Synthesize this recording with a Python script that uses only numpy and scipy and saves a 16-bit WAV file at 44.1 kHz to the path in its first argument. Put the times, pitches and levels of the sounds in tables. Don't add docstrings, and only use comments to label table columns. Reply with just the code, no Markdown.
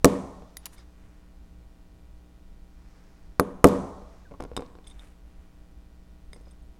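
import sys
import numpy as np
from scipy import signal
from scipy.fft import rfft, irfft
from scipy.io import wavfile
from scipy.ndimage import uniform_filter1d

SR = 44100
rng = np.random.default_rng(int(sys.argv[2]) if len(sys.argv) > 2 else 0)


def magnitude_from_level(level_db):
    exponent = np.asarray(level_db, float) / 20
    return 10 ** exponent


def materialize(psi):
    bounded = np.clip(np.atleast_2d(psi).T, -1, 1)
    quanta = np.round(bounded * 32767).astype(np.int16)
    wavfile.write(sys.argv[1], SR, quanta)


N = 299747

# f/Hz, level/dB
AIR_SPECTRUM = [(15, -2.5), (50, 0), (90, -15.5), (200, -19.5), (500, -31), (1300, -42.5), (5000, -47),
                (15000, -55)]
CHARGE_PULSES = [(.195, .335, -1), (.71, .82, 1)]
BLOW_TIMES = [
    .0452,
    3.3972,
    3.6426,
]
# crack level/dB, bench level/dB, plate knock level/dB, hammer ring level/dB
BLOW_LEVELS = [
    (-1, -2, -1.5, -41.5),
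    (-18, -12.5, -6.5, -33.5),
    (-0.5, 1.5, 2.5, -37),
]
# f/Hz, t60/s, signed share at the blow, signed share in the rebound through the legs
BENCH_MODES = [(55.4, 0.11, 0.27, 0.22), (97, .2, -0.03, -0.045), (198.6, 0.26, -.2, 0.21),
               (278, 0.1, -0.33, 0.37), (356, 0.036, -0.36, 0.011), (415.3, 0.16, -0.19, -0.2),
               (484.6, 0.11, -0.86, -0.29), (581.7, 0.13, -0.38, -0.31), (646, 0.25, -0.006, 0.035),
               (687, 0.063, .1, -0.12), (746, 0.15, -0.1, 0.04), (865, 0.1, -.06, -.05),
               (981, 0.2, -0.013, .01), (1090, 0.033, 0.28, -0.21)]
# f/Hz, level/dB, t60/s
PLATE_MODES = [(1212, 3, 0.01), (1490, -10.5, 0.011)]
# f/Hz, level/dB, t60/s
EDGE_MODES = [(1833, -1.5, 0.011), (2190, 0, 0.0077)]
# f/Hz, level/dB, t60/s
HAMMER_MODES = [(2000, -3, .014), (4800, -9, .014), (6850, -6, .012), (8800, -10, .015), (10400, -3, .085),
                (12780, -3, .016)]
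# f/Hz, level over the head's ring/dB,
# t60/s
FACE_MODES = [(12750, 12, .012), (4300, 8, .008), (6100, 5, .006), (14800, 2, .004)]
# t/s, crack level/dB, crack f/Hz, hammer ring level/dB
BLADE_CHATTER = [
    (0.0543, -9.5, 7000, -53.5),
    (0.0551, -27.5, 9000, -51),
    (3.4039, -29, 6000, -51),
    (3.6505, -26.5, 9000, -41),
    (3.6542, -27.5, 9535, -44),
    (3.6703, -21, 8000, -48.5),
    (3.677, -30, 9500, -47),
    (3.6858, -28.5, 6500, -43),
]
# f/Hz, t60/s, energy level against the direct sound/dB
ROOM_BANDS = [(80, 0.7, -8.5), (200, 0.65, -8), (430, 0.6, -12.5), (880, 0.96, -11.5), (1350, 0.82, -17),
              (1860, .55, -17), (3700, 0.45, -16), (7000, 0.78, -20), (11500, .3, -25), (15000, .12, -34),
              (2000, 0.66, -28.5), (4500, 2.4, -26.5)]
# t/s, bench level/dB, hardness = crack over bench level/dB
TOOL_KNOCKS = [(.422, -47, -14), (4.02, -47.5, -14), (4.312, -39, -25), (4.319, -44, -13),
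               (4.339, -39, -36), (4.402, -41.5, -7), (4.4054, -33, -7.5), (4.4235, -37.5, -5),
               (4.438, -37, -3.5), (4.451, -41.5, -7), (4.516, -45, -11), (4.5342, -56, 2),
               (4.566, -36.5, 13), (4.5752, -30, -5.5), (4.594, -39, -13), (4.6066, -43, -1),
               (4.6221, -37, -12), (4.662, -60.5, 12), (4.7, -57.5, -4), (4.753, -49, -3.5),
               (4.787, -51, -3), (6.332, -51, -15), (6.362, -53.5, -6), (6.41, -58.5, -9.5),
               (6.47, -53, -19)]
# t/s, crack level/dB, hammer ring level/dB
HAMMER_TAPS = [
    (0.5696, -26.5, -35.5),
    (0.6567, -20.5, -41.5),
    (.662, -29, -49),
    (0.666, -37.5, -47),
]
# f/Hz, level/dB, t60/s
HANDLE_MODES = [(752, 4, 0.012), (1027, 3, 0.012), (1370, -12.5, 0.029), (2130, -14, 0.019)]
# t/s, length/s, level/dB, bright level/dB, bright f/Hz
RUB_STROKES = [(.62, .04, -60, -8, 3000), (.653, .022, -44, -8, 2500), (.715, .05, -58, 0, 8500),
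               (.755, .09, -57.5, -5, 3500), (0.797, 0.6, -69, -9, 5000), (2.596, 0.94, -66.5, -6, 4020),
               (3.997, .35, -65.5, -8, 4500), (4.388, 0.082, -61, -15, 9000), (4.54, 0.19, -63, -27, 4017),
               (4.823, 0.17, -63, -3.5, 5000), (4.935, 0.23, -61.5, -5.5, 7000),
               (5.099, 0.64, -71.5, -13, 4977), (6.317, 0.13, -67.5, -4.5, 4000),
               (6.421, 0.17, -73, -1.5, 4500)]
# t/s, f/Hz, level/dB
SQUEAK_GLIDE = [
    (4.249, 2080, -72),
    (4.254, 1665, -58),
    (4.27, 1490, -59),
    (4.285, 1480, -71),
]
# f/Hz, level/dB, t60/s, mode group
PART_MODES = [(8500, 0, .07, 0), (9873, -5, .08, 0), (6444, -5, .02, 0), (2200, -1, .05, 1),
              (3600, 0, .06, 2), (3730, -5, .03, 2), (3246, -6, .03, 2), (5040, -1, .08, 3)]
# level/dB of mode groups top, low, middle, upper
GRIP_LEVELS = [
    (-15, -11, 0.5, -24),
    (1.5, -17, -8, -10),
    (-7, -1, -8.5, -3.5),
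    (-14, -16, -5, 2),
    (-10, -11, 5, -3),
]
# t/s, level/dB
GRIP_TOUCHES = [
    [(.7657, -62), (4.8429, -57), (4.8688, -48), (4.8973, -57), (4.9115, -55), (4.9945, -52)],
    [(.7302, -61.5), (4.872, -51), (4.899, -57), (6.344, -56), (6.4114, -68), (6.51, -59), (6.6219, -69.5)],
    [(.7804, -56), (6.332, -48), (6.3604, -60)],
    [(.7954, -56), (.8074, -64), (6.456, -69), (6.4814, -65.5)],
    [(4.566, -39.5)],
]


def band(x, hz, width):
    edges = np.clip(hz * 2. ** np.array([-width / 2, width / 2]), 10, 20000)
    return signal.sosfilt(signal.butter(2, edges, "band", fs=SR, output="sos"), x)


def rings(hz, t60, count=3500):
    t = np.arange(count, dtype=np.float32)[:, None] / np.float32(SR)
    rate = 2j * np.pi * hz - np.log(1000) / t60
    return np.exp(t * rate.astype(np.complex64)).imag


def modes(table):
    hz, db, t60 = np.transpose(table)
    return rings(hz, t60) @ magnitude_from_level(db + 3.8 * rng.standard_normal(len(hz)))


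def add(out, s, sound):
    i = int(s * SR)
    out[i:i + len(sound)] += sound[:N - i]


def air():
    hz, db = np.transpose(AIR_SPECTRUM)
    f = np.arange(N // 2 + 1) * SR / N + 1
    spectrum = rfft(rng.standard_normal(N)) * magnitude_from_level(np.interp(np.log(f), np.log(hz), db))
    low = 1 / (1 + (f / 150) ** 2)
    steps = np.repeat(rng.standard_normal(N // 4000 + 1), 4000)[:N]
    swell = magnitude_from_level(3.0 * uniform_filter1d(steps, 4000))
    x = irfft(spectrum * low, N) * swell + irfft(spectrum * (1 - low), N)
    return x / x.std() * magnitude_from_level(-49)


def mains():
    mains_hz, fan_hz = 60.01, 58.39
    buzz_db, hum_db, fan_db = -52, -57, -62
    t = np.arange(N) / SR
    k = np.arange(2, 200)[:, None]
    cycle = np.arange(2048) / 2048
    shape = 0
    for start, end, sign in CHARGE_PULSES:
        rise = np.sin(2 * np.pi * k * (cycle - start))
        fall = np.sin(2 * np.pi * k * (cycle - end))
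        shape = shape + sign * (rise - fall) / (np.pi * k)
    shape = (shape / np.sqrt(1 + (k * mains_hz / 5000) ** 2)).sum(axis=0)
    buzz = magnitude_from_level(buzz_db) * np.interp(t * mains_hz % 1, cycle, shape, period=1)
    hum = magnitude_from_level(hum_db) * np.sin(2 * np.pi * mains_hz * t) - magnitude_from_level(fan_db) * np.sin(2 * np.pi * fan_hz * t)
    return buzz + np.sqrt(2) * hum


def bench_modes(push_ms):
    hz, t60, first, rebound = np.transpose(BENCH_MODES)
    ring = rings(hz, t60, count=8000)
    lag = int(.0093 * SR)
    x = ring * first
    x[lag:] += (ring * rebound)[:-lag]
    return uniform_filter1d(x, max(int(push_ms * SR / 1000), 1), axis=0, mode="constant")


def bench(top, scatter):
    return top @ (1 + scatter * rng.standard_normal(top.shape[1]))


def crack(hz, width, ms):
    x = rng.standard_normal(1500) * np.exp(-np.arange(1500) / (ms * SR / 1000))
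    x = band(band(x, hz, width), hz, width)
    return x / np.abs(x).max()


def blows(top):
    seat_s = .0003
    edge_db, splash_db = -3.5, 13.5
    body, sharp, splash = np.zeros(N), np.zeros(N), np.zeros(N)
    for s, (crack_db, bench_db, plate_db, ring_db) in zip(BLOW_TIMES, BLOW_LEVELS):
        knock = -magnitude_from_level(plate_db) * modes(PLATE_MODES) - magnitude_from_level(crack_db + edge_db) * modes(EDGE_MODES)
        add(body, s, magnitude_from_level(bench_db) * bench(top, scatter=0.08))
        add(body, s + seat_s, 0.39 * knock)
        add(sharp, s + seat_s, 0.81 * knock)
        add(body, s, magnitude_from_level(ring_db) * 0.91 * modes(HAMMER_MODES))
        add(sharp, s, magnitude_from_level(ring_db) * modes(FACE_MODES))
        add(sharp, s, magnitude_from_level(crack_db) * crack(7200, 1.8, ms=1.5))
        add(splash, s, magnitude_from_level([crack_db + splash_db]))
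    for s, crack_db, hz, ring_db in BLADE_CHATTER:
        add(sharp, s, magnitude_from_level(crack_db) * crack(hz, 2.2, ms=1.7))
        add(body, s, magnitude_from_level(ring_db) * (0.3 * modes(HAMMER_MODES) + 0.4 * modes(FACE_MODES[:1])))
    return body, sharp, band(splash, 5600, 2.3) + magnitude_from_level(8) * band(splash, 500, 2.2)


def room(x):
    t, tail = np.arange(SR) / SR, 0
    for hz, t60, db in ROOM_BANDS:
        noise = band(rng.standard_normal(SR), hz, 0.9) * np.exp(-np.log(1000) * t / t60)
        tail = tail + magnitude_from_level(db) * noise * np.sqrt(2 * np.log(1000) / (t60 * SR))
    return signal.fftconvolve(x, tail * np.minimum(t / 0.0085, 1))[:N]


def ticks(top):
    soft_hz, hard_hz, turn_db, turn_width_db = 2500, 7000, -47.5, 0.5
    out = np.zeros(N)
    damped = top * np.exp(-np.arange(len(top)) / (0.028 * SR))[:, None]
    for s, crack_db, ring_db in HAMMER_TAPS:
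        add(out, s, magnitude_from_level(crack_db) * crack(8000, 3.0, ms=2.0))
        add(out, s, magnitude_from_level(crack_db - 36) * modes(HANDLE_MODES)[:1500])
        add(out, s, magnitude_from_level(ring_db) * modes(HAMMER_MODES))
    for s, bench_db, hard_db in TOOL_KNOCKS:
        crack_db = bench_db + hard_db
        hz = soft_hz + (hard_hz - soft_hz) / (1.5 + np.exp((turn_db - crack_db) / turn_width_db))
        add(out, s, magnitude_from_level(crack_db - 1.0) * crack(hz, 2.0, ms=2.0))
        add(out, s, magnitude_from_level(bench_db + 0.5) * bench(damped, scatter=1.0))
        add(out, s, -magnitude_from_level(bench_db + 0.5 + .35 * hard_db) * modes(HANDLE_MODES))
    return out


def rubs():
    rise = .4
    t = np.arange(N) / SR
    grains = np.repeat(rng.exponential(size=N // 40 + 1).clip(0, 4), 40)[:N]
    grit = rng.standard_normal(N) * magnitude_from_level(2.7 * grains)
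    dull = band(grit, 900, 2.7)
    rough, out = dull / dull.std(), np.zeros(N)
    for s, length, db, bright_db, hz in RUB_STROKES:
        bright = band(grit, hz, 1.1)
        speed = np.interp(t, [s, s + rise * length, s + length], [0, 1, 0])
        out += magnitude_from_level(db) * speed * (rough + magnitude_from_level(bright_db) * bright / bright.std())
    s, hz, db = np.transpose(SQUEAK_GLIDE)
    t = np.arange(s[0], s[-1], 1 / SR)
    phase = 2 * np.pi * np.cumsum(np.interp(t, s, hz)) / SR
    add(out, s[0], magnitude_from_level(np.interp(t, s, db)) * np.sin(phase))
    return out


def tinkles():
    out = np.zeros(N)
    hz, db, t60, group = np.transpose(PART_MODES)
    group = np.round(group).astype(int)
    for grip_db, touches in zip(GRIP_LEVELS, GRIP_TOUCHES):
        for s, touch_db in touches:
            grip = rng.standard_normal(len(hz) + 1)
            gain = magnitude_from_level(touch_db + db + np.array(grip_db)[group])
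            bend = 1 + np.where(hz < 4000, .025, .003) * grip[1:]
            ring = rings(hz * bend, t60, count=2500) @ gain
            free_s = 0.018 * np.exp(0.3 * grip[0])
            slip = magnitude_from_level(4.0 * uniform_filter1d(np.repeat(rng.standard_normal(25), 100), 60))
            add(out, s, slip * ring / (1 + (np.arange(len(ring)) / (free_s * SR)) ** 6))
            add(out, s, magnitude_from_level(touch_db - 7) * crack(4500, 1.4, ms=0.73))
    return out


def scene():
    top = bench_modes(push_ms=0.28)
    body, sharp, splash = blows(top)
    touch = ticks(top)
    work = body + rubs()
    part = tinkles()
    direct = work + touch + part + sharp
    tail = room(work + splash + magnitude_from_level(-1) * touch + magnitude_from_level(-9) * part)
    microphone = signal.butter(2, 13500, fs=SR, output="sos")
    heard = signal.sosfilt(microphone, direct + tail)
    return (heard + air() + mains())[None]


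def top_cut(x):
    return signal.sosfilt(signal.butter(12, 16520, fs=SR, output="sos"), x)


def record(dry):
    mix = np.clip(dry, -1, 1)
    return top_cut(mix)


dry = scene()
out = record(dry)
materialize(out)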